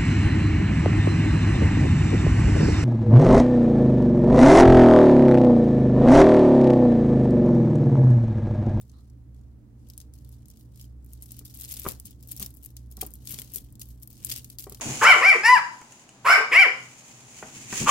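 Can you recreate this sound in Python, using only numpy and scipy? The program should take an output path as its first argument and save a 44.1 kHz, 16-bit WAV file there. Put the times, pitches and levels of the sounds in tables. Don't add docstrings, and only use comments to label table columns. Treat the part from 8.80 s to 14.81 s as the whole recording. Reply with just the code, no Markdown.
import sys
import numpy as np
from scipy import signal
from scipy.fft import rfft, irfft, next_fast_len
from scipy.io import wavfile
from scipy.ndimage import uniform_filter1d, map_coordinates

SR = 44100
rng = np.random.default_rng(int(sys.argv[2]) if len(sys.argv) > 2 else 0)


def generate_wav(signal):
    frames = np.transpose(np.atleast_2d(signal))
    scaled = np.clip(frames, -1, 1) * 32767
    pcm = np.round(scaled).astype(np.int16)
    wavfile.write(sys.argv[1], SR, pcm)


N = 265041
TIME_S = np.arange(N) / SR
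EDGE_HZ, TOP_HZ = 15900, 17150


def amp(db):
    return 10 ** (np.asarray(db) / 20)


def along(points, hz):
    knots_hz, values = np.transpose(points)
    return np.interp(np.log(hz + 1), np.log(knots_hz + 1), values)


def wobble(rate_hz):
    knots = rng.standard_normal(int(N * rate_hz / SR) + 4)
    return map_coordinates(knots, [TIME_S * rate_hz])


def filtered(x, response):
    size = next_fast_len(N + SR // 4)
    return irfft(rfft(x, size) * response(np.fft.rfftfreq(size, 1 / SR)), size)[..., :N]


def coloured(x, spectrum):
    power = np.mean(amp(along(spectrum, np.linspace(0, SR / 2, num=400))) ** 2)
    return filtered(x, lambda hz: amp(along(spectrum, hz)) / np.sqrt(power))


def noise_field(spectrum):
    # frequency_hz, left_right_correlation
    coherence = [(60, 0.9), (180, 0.72), (550, 0.71), (1650, 0.043), (4970, -0.066), (15000, -0.39)]

    def response(hz):
        angle = np.arccos(along(coherence, hz)) / 2
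        return amp(along(spectrum, hz)) * [np.cos(angle), np.sin(angle)]

    mid, side = filtered(rng.standard_normal((2, N)), response)
    stereo = np.array([mid + side, mid - side])
    return stereo / np.sqrt(np.mean(stereo ** 2))


def scatter(x, t60_s, delay_s):
    fall = amp(-120 / (t60_s * SR))
    power = signal.lfilter([1 - fall], [1, -fall], np.mean(x ** 2, axis=0))
    delayed = np.roll(uniform_filter1d(power, size=40), round(delay_s * SR))
    return amp([[1.5], [-1.5]]) * np.sqrt(np.abs(delayed)) * rng.standard_normal((2, N))


def rattle_levels():
    # peak_s, level_db, swell_s and decay_s (per 20 dB), long_share_db
    tugs = [(0.01, -63.5, .1, 0.19, -7), (.2, -71.5, 0.25, .15, 1), (.57, -75, 0.045, 0.13, 2.5),
            (1.02, -71, 0.075, 0.14, 0.5), (1.1, -65, .1, 0.17, -1), (1.211, -61.5, 0.12, 0.064, -2),
            (1.345, -58.5, .02, 0.12, -6), (1.525, -59.5, 0.12, 0.12, -4), (1.708, -65, 0.072, .15, -2),
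            (1.802, -56.5, .08, 0.085, -9), (2.013, -54, 0.1, 0.073, -5.5),
            (2.331, -59, 0.097, 0.089, -5.5), (2.432, -46, .02, 0.13, -14.5),
            (2.6, -51.5, 0.21, 0.032, -3.5), (2.66, -51.5, 0.016, 0.36, -7.5),
            (2.814, -44.5, 0.074, 0.17, -5), (2.919, -40.5, 0.081, 0.19, -8),
            (3.087, -38.5, 0.27, 0.089, -7.5), (3.269, -52.5, 0.026, 0.072, 0),
            (3.524, -42.5, 0.097, 0.076, -12.5), (3.626, -44.5, .12, 0.067, -2.5),
            (3.763, -56.5, .15, .15, -13), (3.849, -47.5, 0.041, 0.077, -9),
            (3.975, -58.5, 0.011, .11, -5.5), (4.121, -46.5, 0.015, .03, -13.5),
            (4.216, -42, 0.033, 0.079, -5), (4.35, -59.5, .12, .1, -7), (4.516, -37, 0.08, 0.12, -7.5),
            (4.61, -48.5, .05, 0.2, -3.5), (4.751, -41, 0.077, 0.097, -10.5), (5.015, -42, 0.014, .04, -12),
            (5.11, -53, 0.13, 0.066, -9.5), (5.226, -51, 0.055, 0.064, -13), (5.33, -57.5, 0.14, .1, -10),
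            (5.42, -53, .12, 0.092, -5), (5.517, -37.5, 0.13, 0.066, -5.5), (5.579, -42, .05, 0.047, -2.5),
            (5.745, -50, 0.3, 0.015, -8), (5.795, -44, 0.008, 0.12, -6), (5.91, -52, 0.057, 0.31, -5)]
    peak_s, level_db, swell_s, decay_s, long_share_db = np.transpose(tugs)[..., None]
    t = np.arange(0, N / SR + .01, .001)
    drop_db = 20 * np.where(t < peak_s, (peak_s - t) / swell_s, (t - peak_s) / decay_s)
    rest_db, long_linger = -90.5, 1.195

    def total(db):
        power = np.sum(amp(db) ** 2, axis=0) + amp(rest_db) ** 2
        return np.interp(TIME_S, t, 10 * np.log10(power))

    return total(level_db - drop_db), total(level_db + long_share_db - drop_db / long_linger)


def rumble(rattle_db):
    # frequency_hz, density_db
    low_band = [(15, -40.5), (28, -12), (45, -3.5), (85, -1), (105, -6.5), (135, -3.5), (160, -12),
                (222, -7.5), (250, -10.5), (305, -10), (340, -19.5), (450, -26), (700, -50)]
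    upper_band = [(250, -31.5), (420, 1), (700, -5.5), (1100, -11), (2000, -17), (3000, -29), (5000, -38)]
    shake_power = np.abs(uniform_filter1d(amp(rattle_db) ** 2, round(.2 * SR)))
    low = np.sqrt(amp(-53.5) ** 2 + amp(-11) ** 2 * shake_power) * amp(.66 * wobble(6.1))
    upper = np.sqrt(amp(-74) ** 2 + amp(-26.5) ** 2 * shake_power) * amp(.5 * wobble(2.8))
    return low * noise_field(low_band) + upper * noise_field(upper_band)


def motor(start_hz=64.5, sag_hz_per_s=.9):
    # time_s, level_db
    levels = [(0.0, -71), (0.06, -52), (0.72, -46.5), (0.89, -57), (1.32, -47), (1.89, -50.5), (2.39, -46),
              (2.53, -53), (3.11, -53), (3.18, -42.5), (3.3, -63), (3.36, -49.5), (3.8, -51), (3.9, -65),
              (3.95, -46), (4.44, -49.5), (4.65, -65), (4.84, -45), (4.97, -59.5), (5.12, -45.5),
              (5.27, -59), (6.01, -58.5)]
    level_db = np.interp(TIME_S, *np.transpose(levels)) + 1.67 * wobble(10)
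    pitch_hz = start_hz - sag_hz_per_s * TIME_S + .84 * wobble(7)
    return np.sqrt(2) * amp(level_db) * np.sin(2 * np.pi * np.cumsum(pitch_hz) / SR)


def mains_hum(pitch_hz=119.6, beat_hz=1.966, beat_peak_s=3.02):
    phase = 2 * np.pi * np.cumsum(pitch_hz + .5 * wobble(6.08)) / SR
    beat_phase = 2 * np.pi * beat_hz * (TIME_S - beat_peak_s)
    second = amp(-14 + 1.38 * TIME_S) * np.sin(phase + beat_phase)
    return amp(-50.5 + 1.35 * wobble(8)) * (np.sin(phase) + second)


def mat_rub(start_s=.136, hold_s=.042, rise_db_per_s=2500, fall_db_per_s=350):
    # frequency_hz, density_db
    mat = [(500, -28), (1000, -5), (1300, 1), (1600, -14), (2800, -30), (4100, -3), (4800, -12),
           (8000, -40)]
    t = TIME_S - start_s
    drop_db = rise_db_per_s * np.maximum(-t, 0) + fall_db_per_s * np.maximum(t - hold_s, 0)
    return amp(-67.5 - drop_db + 2.5 * wobble(63)) * noise_field(mat)


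def table_knocks(attack_s=.00082):
    # start_s, thud_db, body_db, knock_db, ring_db, decay_time_ratio
    blows = [(2.612, -52, -61, -72, -57, 0.9), (3.049, -54.5, -37, -49, -39.5, 0.62),
             (3.054, -43.5, -39, -42, -32, 0.7), (3.0639, -57, -24.5, -37, -20, 0.38),
             (3.067, -28, -35.5, -29, -29.5, 0.82), (3.079, -35, -43, -59, -41, 0.76),
             (3.602, -42, -50, -50, -54.5, 0.64), (3.617, -39, -52, -52, -51, 0.94),
             (4.176, -46, -51.5, -53, -53.5, 1.24), (4.226, -39.5, -34.5, -33.5, -41, 0.88),
             (4.235, -39.5, -35.5, -42, -58, 0.41), (4.535, -41, -57, -65, -55, 0.77),
             (4.585, -44, -51.5, -69, -55, 0.81), (4.758, -54, -50, -63, -85, 0.95),
             (5.52, -48, -57, -64, -65, 0.85), (5.868, -58, -37, -45, -43, 1.05),
             (5.919, -45, -45.5, -53, -51, 0.99), (6.0, -61, -51, -58, -46, 0.82)]
    # pitch_hz, level_db, t60_s
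    modes = [(135.3, 2, .12), (196, 3.5, 0.073), (394, 7, 0.061), (465, 0.5, 0.046), (558, -4.5, 0.051),
             (758, 1.5, 0.07), (995, -2.5, 0.037), (1123, 4.5, 0.035), (1211, -3.5, 0.052),
             (1360, -7.5, 0.042), (1930, -9.5, 0.054), (2310, -8.5, 0.032), (2900, -14.5, .03)]
    pitch_hz, level_db, t60_s = np.transpose(modes)[..., None]
    band = np.searchsorted([250, 650, 900], pitch_hz)
    out, t = np.zeros((2, N + SR)), np.arange(SR // 4) / SR
    for start_s, *band_db, decay_ratio in blows:
        strength, detune = rng.standard_normal((2, len(modes), 1))
        mode_db = np.take(band_db, band) - 3 + level_db + 2.46 * strength
        envelopes = amp(mode_db - 60 * t / (decay_ratio * t60_s))
        tones = envelopes * np.sin(2 * np.pi * pitch_hz * (1 + .013 * detune) * t)
        out[:, round(start_s * SR):][:, :len(t)] += tones.sum(axis=0) * (1 - np.exp(-t / attack_s))
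    direct = out[:, :N] * amp([[.8], [-.8]])
    echo = scatter(direct, t60_s=.25, delay_s=.0076)
    echo_spectrum = [(80, -14), (150, 7), (1200, -9), (2500, -18), (5000, -71.5)]
    return direct + amp(-10) * coloured(echo, echo_spectrum)


def reflections(x):
    near = amp(-10) * scatter(x, t60_s=.027, delay_s=.0014)
    return near + amp(-17.5) * scatter(x, t60_s=.17, delay_s=.00446)


def contacts(start_s, level_db, pan_db, shapes):
    index = np.round(start_s * SR).astype(int)[:, None] + np.arange(shapes.shape[-1])
    channels = []
    for shape, side, lag in zip(shapes, (.5, -.5), (0, 9)):
        gain = 4 * amp(level_db + side * pan_db) / np.linalg.norm(shape, axis=1)
        channels.append(np.bincount((index + lag).ravel(), (shape * gain[:, None]).ravel(), N)[:N])
    return np.array(channels)


def cracks(count, snap_db, snap_t60_s, wake_t60_s):
    t = np.arange(256) / SR
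    noise = rng.standard_normal((count, 2, len(t))).transpose(1, 0, 2)
    snap = amp(np.reshape(snap_db, (2, 1, 1)) - 60 * t / snap_t60_s)
    return np.sign(noise[0]) * snap + noise * amp(-60 * t / wake_t60_s)


def rings(pitch_hz, decay_s, spread):
    t = np.arange(384) / SR
    offset, detune, linger = rng.random((len(pitch_hz), 3)).T[..., None]
    phase = 2 * np.pi * np.array([np.zeros_like(offset), offset - .5])
    nearby_hz = np.minimum(pitch_hz[:, None] * np.exp(spread * (detune - .5)), EDGE_HZ)
    tone = np.sin(2 * np.pi * pitch_hz[:, None] * t + phase)
    tone += .5 * np.sin(2 * np.pi * nearby_hz * t - phase)
    t60_s = decay_s * (1.24 + linger)
    return tone * amp(-60 * t / t60_s) * (1 - t / t[-1])


def friction(long_rattle_db):
    slide = amp(-80 + .8 * (long_rattle_db + 70) + 2.5 * wobble(70)) * rng.standard_normal((2, N))
    scrape = amp(-60 + 1.4 * (long_rattle_db + 45) + 2.9 * wobble(60)) * rng.standard_normal(N)
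    return slide, scrape


def beads(rattle_db, long_rattle_db, tiny_count=3300):
    # start_s, level_db, left_over_right_db, long_share_db, long_pitch_hz
    clicks = [(0.013, -43.5, 13.5, -30, 7150), (0.0276, -50, 4, -16, 7050), (0.096, -53.5, 1, 0.5, 6200),
              (0.2992, -54.5, 2, -5, 7540), (0.5457, -54, 3, -12, 3400), (1.0877, -42, 3, -18, 4620),
              (1.1006, -37, 7, -7.5, 5400), (1.1359, -44.5, 3, -8, 5440), (1.1781, -27, 4, -20, 7340),
              (1.1817, -43, 1, -14, 5100), (1.2024, -35.5, 8, -8, 6300), (1.2141, -38, 6, -9, 6370),
              (1.3377, -38, 5, -19, 6800), (1.3529, -47, 3, -12, 5470), (1.4476, -44, 4, -13, 4600),
              (1.4915, -42, 7, -20, 5060), (1.5199, -48, 7, -21, 7480), (1.5266, -47, 8, -13, 7140),
              (1.6573, -45, 5, -10, 6900), (1.684, -39, 1, -20, 7470), (1.702, -40, 1, -13, 5640),
              (1.712, -44, 0, -11.5, 7310), (1.7721, -46, 3, -10.5, 6940), (1.9589, -44, 2, -9, 7250),
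              (1.9746, -43, 4, -12, 7140), (2.0044, -44.5, 5, -8.5, 4530), (2.0126, -36.5, 1, -9.5, 5400),
              (2.0254, -46, 4, -9, 7160), (2.0522, -49, 1, -11, 4810), (2.2463, -45, 6, -23, 7490),
              (2.2627, -42, 1, -24, 2400), (2.3048, -49, -1, -20, 7490), (2.3263, -42, 5, -20, 7080),
              (2.3342, -33, 5, -20, 7240), (2.4237, -29, 7, -24, 6700), (2.4284, -35, -4, -16, 6660),
              (2.436, -34, 0, -19, 7350), (2.5077, -36.5, 1, -8, 7060), (2.5198, -27.5, 4, -19, 7120),
              (2.567, -37, 6, -19, 4510), (2.5919, -29, 10, -17, 5400), (2.651, -35.5, 7, -12, 4870),
              (2.6546, -28.5, 2, -17.5, 4820), (2.745, -34.5, 10, -17, 7040), (2.7507, -30, 2, -26, 5180),
              (2.7735, -32, 8, -26, 7070), (2.7895, -32.5, 9, -22, 4640), (2.7997, -28, 6, -25, 5340),
              (2.8114, -25.5, 5, -17, 7190), (2.8195, -29, 7, -14, 3870), (2.835, -27, 2, -25, 4870),
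              (2.841, -26, 4, -13.5, 4830), (2.8906, -26.5, 1, -14.5, 7410), (2.8994, -28, 8, -23, 7160),
              (2.911, -25, 0, -13, 6920), (2.9197, -21, 9, -16, 6120), (2.9258, -24, 9, -25, 7260),
              (2.94, -26.5, 12, -12, 7490), (2.972, -28, 6, -12, 7540), (2.9972, -21.5, 8, -25, 6200),
              (3.0343, -33, 11, -20, 5030), (3.042, -29, 7, -15, 6290), (3.0749, -30, -1, -11, 5670),
              (3.0798, -28, 7, -18, 7170), (3.0873, -16.5, 9, -15.5, 6800), (3.0946, -30, 9, -16, 5000),
              (3.1003, -32, 1, -10, 6900), (3.111, -27, 7, -17, 6890), (3.1192, -23.5, 6, -15.5, 7300),
              (3.1992, -25, 2, -23.5, 5030), (3.2522, -38, 5, -14, 6300), (3.2558, -31, 9, -15, 6460),
              (3.262, -33, 11, -22, 6100), (3.2706, -33, 3, -25, 6120), (3.3089, -36, 9, -21, 5030),
              (3.4274, -34, 7, -18, 7250), (3.4744, -38, 12, -27, 4970), (3.4866, -33, 5, -23, 5600),
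              (3.5145, -25.5, 4, -15, 7300), (3.5187, -21, 3, -18, 7100), (3.5648, -26, 2, -22, 6800),
              (3.575, -29, -1, -14, 5490), (3.582, -35, 8, -17, 6210), (3.5978, -22, 1, -18.5, 5900),
              (3.6024, -24, 2, -27, 6300), (3.6113, -32, 0, -10, 4300), (3.617, -25, 7, -19, 7490),
              (3.6272, -20, 8, -12, 4630), (3.6305, -29, 3, -14, 3490), (3.6392, -36, 3, -15, 6090),
              (3.6469, -31, 6, -25, 7130), (3.662, -21, 0, -18, 5530), (3.7057, -36.5, 6, -32, 4660),
              (3.7407, -37, 4, -25, 5430), (3.75, -39, 3, -26, 7050), (3.7702, -40, 15, -29, 5490),
              (3.833, -38, 9, -27, 6340), (3.8413, -38, 7, -22, 6440), (3.8494, -34, 10, -22, 6520),
              (3.8603, -29, 11, -21, 6510), (3.9043, -43.5, 7, -17, 5790), (3.9674, -34.5, 10, -4.5, 7300),
              (4.1144, -35, 5, -20, 5490), (4.1229, -36, 5, -16, 6750), (4.1696, -29, 3, -14.5, 6160),
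              (4.2112, -20.5, 2, -16, 3280), (4.215, -16, 10, -15, 3230), (4.2177, -24, 8, -14, 4260),
              (4.223, -27, 6, -20, 4600), (4.2651, -25, 2, -29, 7030), (4.2706, -34, 3, -16, 4950),
              (4.3068, -40, 10, -24, 6200), (4.3156, -41, 6, -16, 5260), (4.338, -27, 5, -30, 7000),
              (4.3551, -38.5, 13, -27, 7200), (4.4552, -35, 9, -20, 6610), (4.4666, -37, 6, -18, 5360),
              (4.4729, -27, 8, -5, 6150), (4.487, -34, 3, -15, 3530), (4.4934, -28.5, 11, -17, 7080),
              (4.5084, -24, 13, -26, 4800), (4.5145, -30, 9, -17, 5880), (4.5173, -25, 8, -28, 7460),
              (4.5232, -26, 9, -13.5, 7450), (4.5395, -29, 7, -13, 6800), (4.543, -28.5, 6, -7, 4710),
              (4.5882, -31.5, 15, -1.5, 3430), (4.5974, -26, 8, -15, 6970), (4.6028, -41, 7, -15, 5350),
              (4.6184, -28, 8, -11, 3100), (4.7376, -25, 7, -25, 5280), (4.7435, -26, 9, -20, 5170),
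              (4.7476, -25, 1, -19, 7070), (4.75, -28.5, 10, -20, 7380), (4.7595, -17.5, 13.5, -18, 7320),
              (4.7618, -30, 3, -16, 7200), (4.769, -26, 6, -16, 6780), (4.7733, -26, 1, -22, 5910),
              (4.7766, -32, 4, -12, 6030), (4.7851, -33.5, 2, -16, 4970), (4.9253, -43.5, 14, -25, 7190),
              (4.9546, -43.5, 13, -8.5, 7110), (4.9957, -32, 4, -16.5, 5800), (5.0014, -36, 7, -23, 5110),
              (5.0062, -39, 6, -16, 5540), (5.014, -39.5, 7, -1.5, 6670), (5.017, -26, 2, -10, 6800),
              (5.0208, -40, 2, -13, 5900), (5.0568, -43, 4, -15, 7240), (5.088, -37.5, 11, -23, 6260),
              (5.2263, -38, 5, -23, 7350), (5.2322, -29.5, 9, -21.5, 5370), (5.2753, -31.5, 7, -26, 4640),
              (5.3044, -40, 10, -15, 7490), (5.329, -38, 9, -14, 7490), (5.4482, -16, 11.5, -28, 5280),
              (5.4599, -26, 9, -21, 7440), (5.4686, -29, 9, -13, 3810), (5.4968, -27, 2, -6, 3320),
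              (5.5012, -21.5, 7, -17, 6650), (5.5153, -22, 7, -6.5, 4780), (5.5185, -25.5, 7, -7, 4900),
              (5.5226, -19, 7, -10, 4900), (5.528, -30, 2, -10, 4800), (5.5385, -28, 6, -10, 4500),
              (5.5618, -21.5, 6, -12, 5100), (5.571, -31, 2, -13, 2860), (5.5776, -33, 9, -14, 4980),
              (5.5846, -30, 7, -19, 3050), (5.645, -30, 3, -11.5, 6340), (5.701, -31.5, 5, -10.5, 4730),
              (5.786, -26.5, 9.5, -9, 4750), (5.7958, -28.5, 12, -13, 4900), (5.8089, -35, 6, -23, 7100),
              (5.8163, -36, 4, -21, 6310), (5.8233, -31, 5, -10, 7470), (5.8408, -28, 0, -12, 4450),
              (5.8968, -27, 3, -23, 7300), (5.9229, -30.5, 1, -11.5, 6980), (5.9466, -29.5, 8, -10.5, 5500)]
    # frequency_hz, density_db
    small_spectrum = [(1500, -72), (4000, -33.5), (7500, -6), (10000, -7), (12500, 4.5), (15000, -5),
                      (17000, -1)]
    long_spectrum = [(900, -39.5), (2200, -14), (3300, -5.5), (5000, 0.5), (7000, 1), (10000, -1.5),
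                     (17000, -25)]
    heavy_spectrum = [(700, -45), (1300, -14), (2100, -3), (2800, 1.5), (3600, -2.5), (6000, -37)]
    start_s, level_db, pan_db, long_share_db, long_hz = np.transpose(clicks)

    when, strength, side, share, pitch = rng.random((tiny_count, 5)).T
    at = (when * N).astype(int)
    strength_db = -4.2 * np.log(strength + .0098) - 3.5
    tiny_long_db = long_rattle_db[at] + strength_db - 5 + 9 * (share - .5)
    start_s = np.append(start_s, when * N / SR)
    pan_db = np.append(pan_db, 5 + 8 * (side - .5))
    long_db = np.append(level_db + long_share_db, tiny_long_db)
    long_hz = np.append(long_hz, 4800 * np.exp(1.02 * (pitch - .5)))
    level_db = np.append(level_db, rattle_db[at] + strength_db)
    count = len(start_s)

    bright = contacts(start_s, level_db, pan_db, cracks(count, [14, 11], .0006, .009))
    small_hz = 11500 * np.exp(.618 * (rng.random(count) - .5))
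    glassy = contacts(start_s, level_db - 9, pan_db, rings(small_hz, decay_s=.039, spread=.4))
    woody = contacts(start_s, long_db + 4.5, .34 * pan_db, cracks(count, [6, 3], .0013, .02))
    ring = contacts(start_s, long_db + 1.5, .34 * pan_db, rings(long_hz, decay_s=.029, spread=.795))
    force_db = uniform_filter1d(rattle_db, size=2000)[(start_s * SR).astype(int)] + 44
    heavy_db = long_db - 5.5 + .52 * force_db
    clack = contacts(start_s, heavy_db, .18 * pan_db, cracks(count, [5, 4], .0041, .021))
    slide, scrape = friction(long_rattle_db)

    heavy = coloured(scrape + clack + reflections(clack), heavy_spectrum)
    small = coloured(bright + reflections(bright), small_spectrum)
    long = coloured(slide + woody + reflections(woody) + 1.74 * reflections(ring), long_spectrum)
    return ring + glassy + heavy + small + long


def scene():
    rattle_db, long_rattle_db = rattle_levels()
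    handling = beads(rattle_db, long_rattle_db) + table_knocks() + mat_rub()
    background = motor() + mains_hum() + rumble(rattle_db)
    return handling + background * amp([[-.9], [.9]])


def record(dry):
    # frequency_hz, density_db
    hiss_spectrum = [(500, -8), (2500, -2.5), (5000, -13), (8500, -20), (11000, -0.5), (14200, -6.5),
                     (15000, 1.5), (15700, 2), (17000, -1.5)]
    hiss = amp(-90) * coloured(rng.standard_normal((2, N)), hiss_spectrum)
    return filtered(dry + hiss, lambda hz: np.where(hz < EDGE_HZ, 1, amp(-31.5)) * (hz < TOP_HZ))


dry = scene()
out = record(dry)
generate_wav(out)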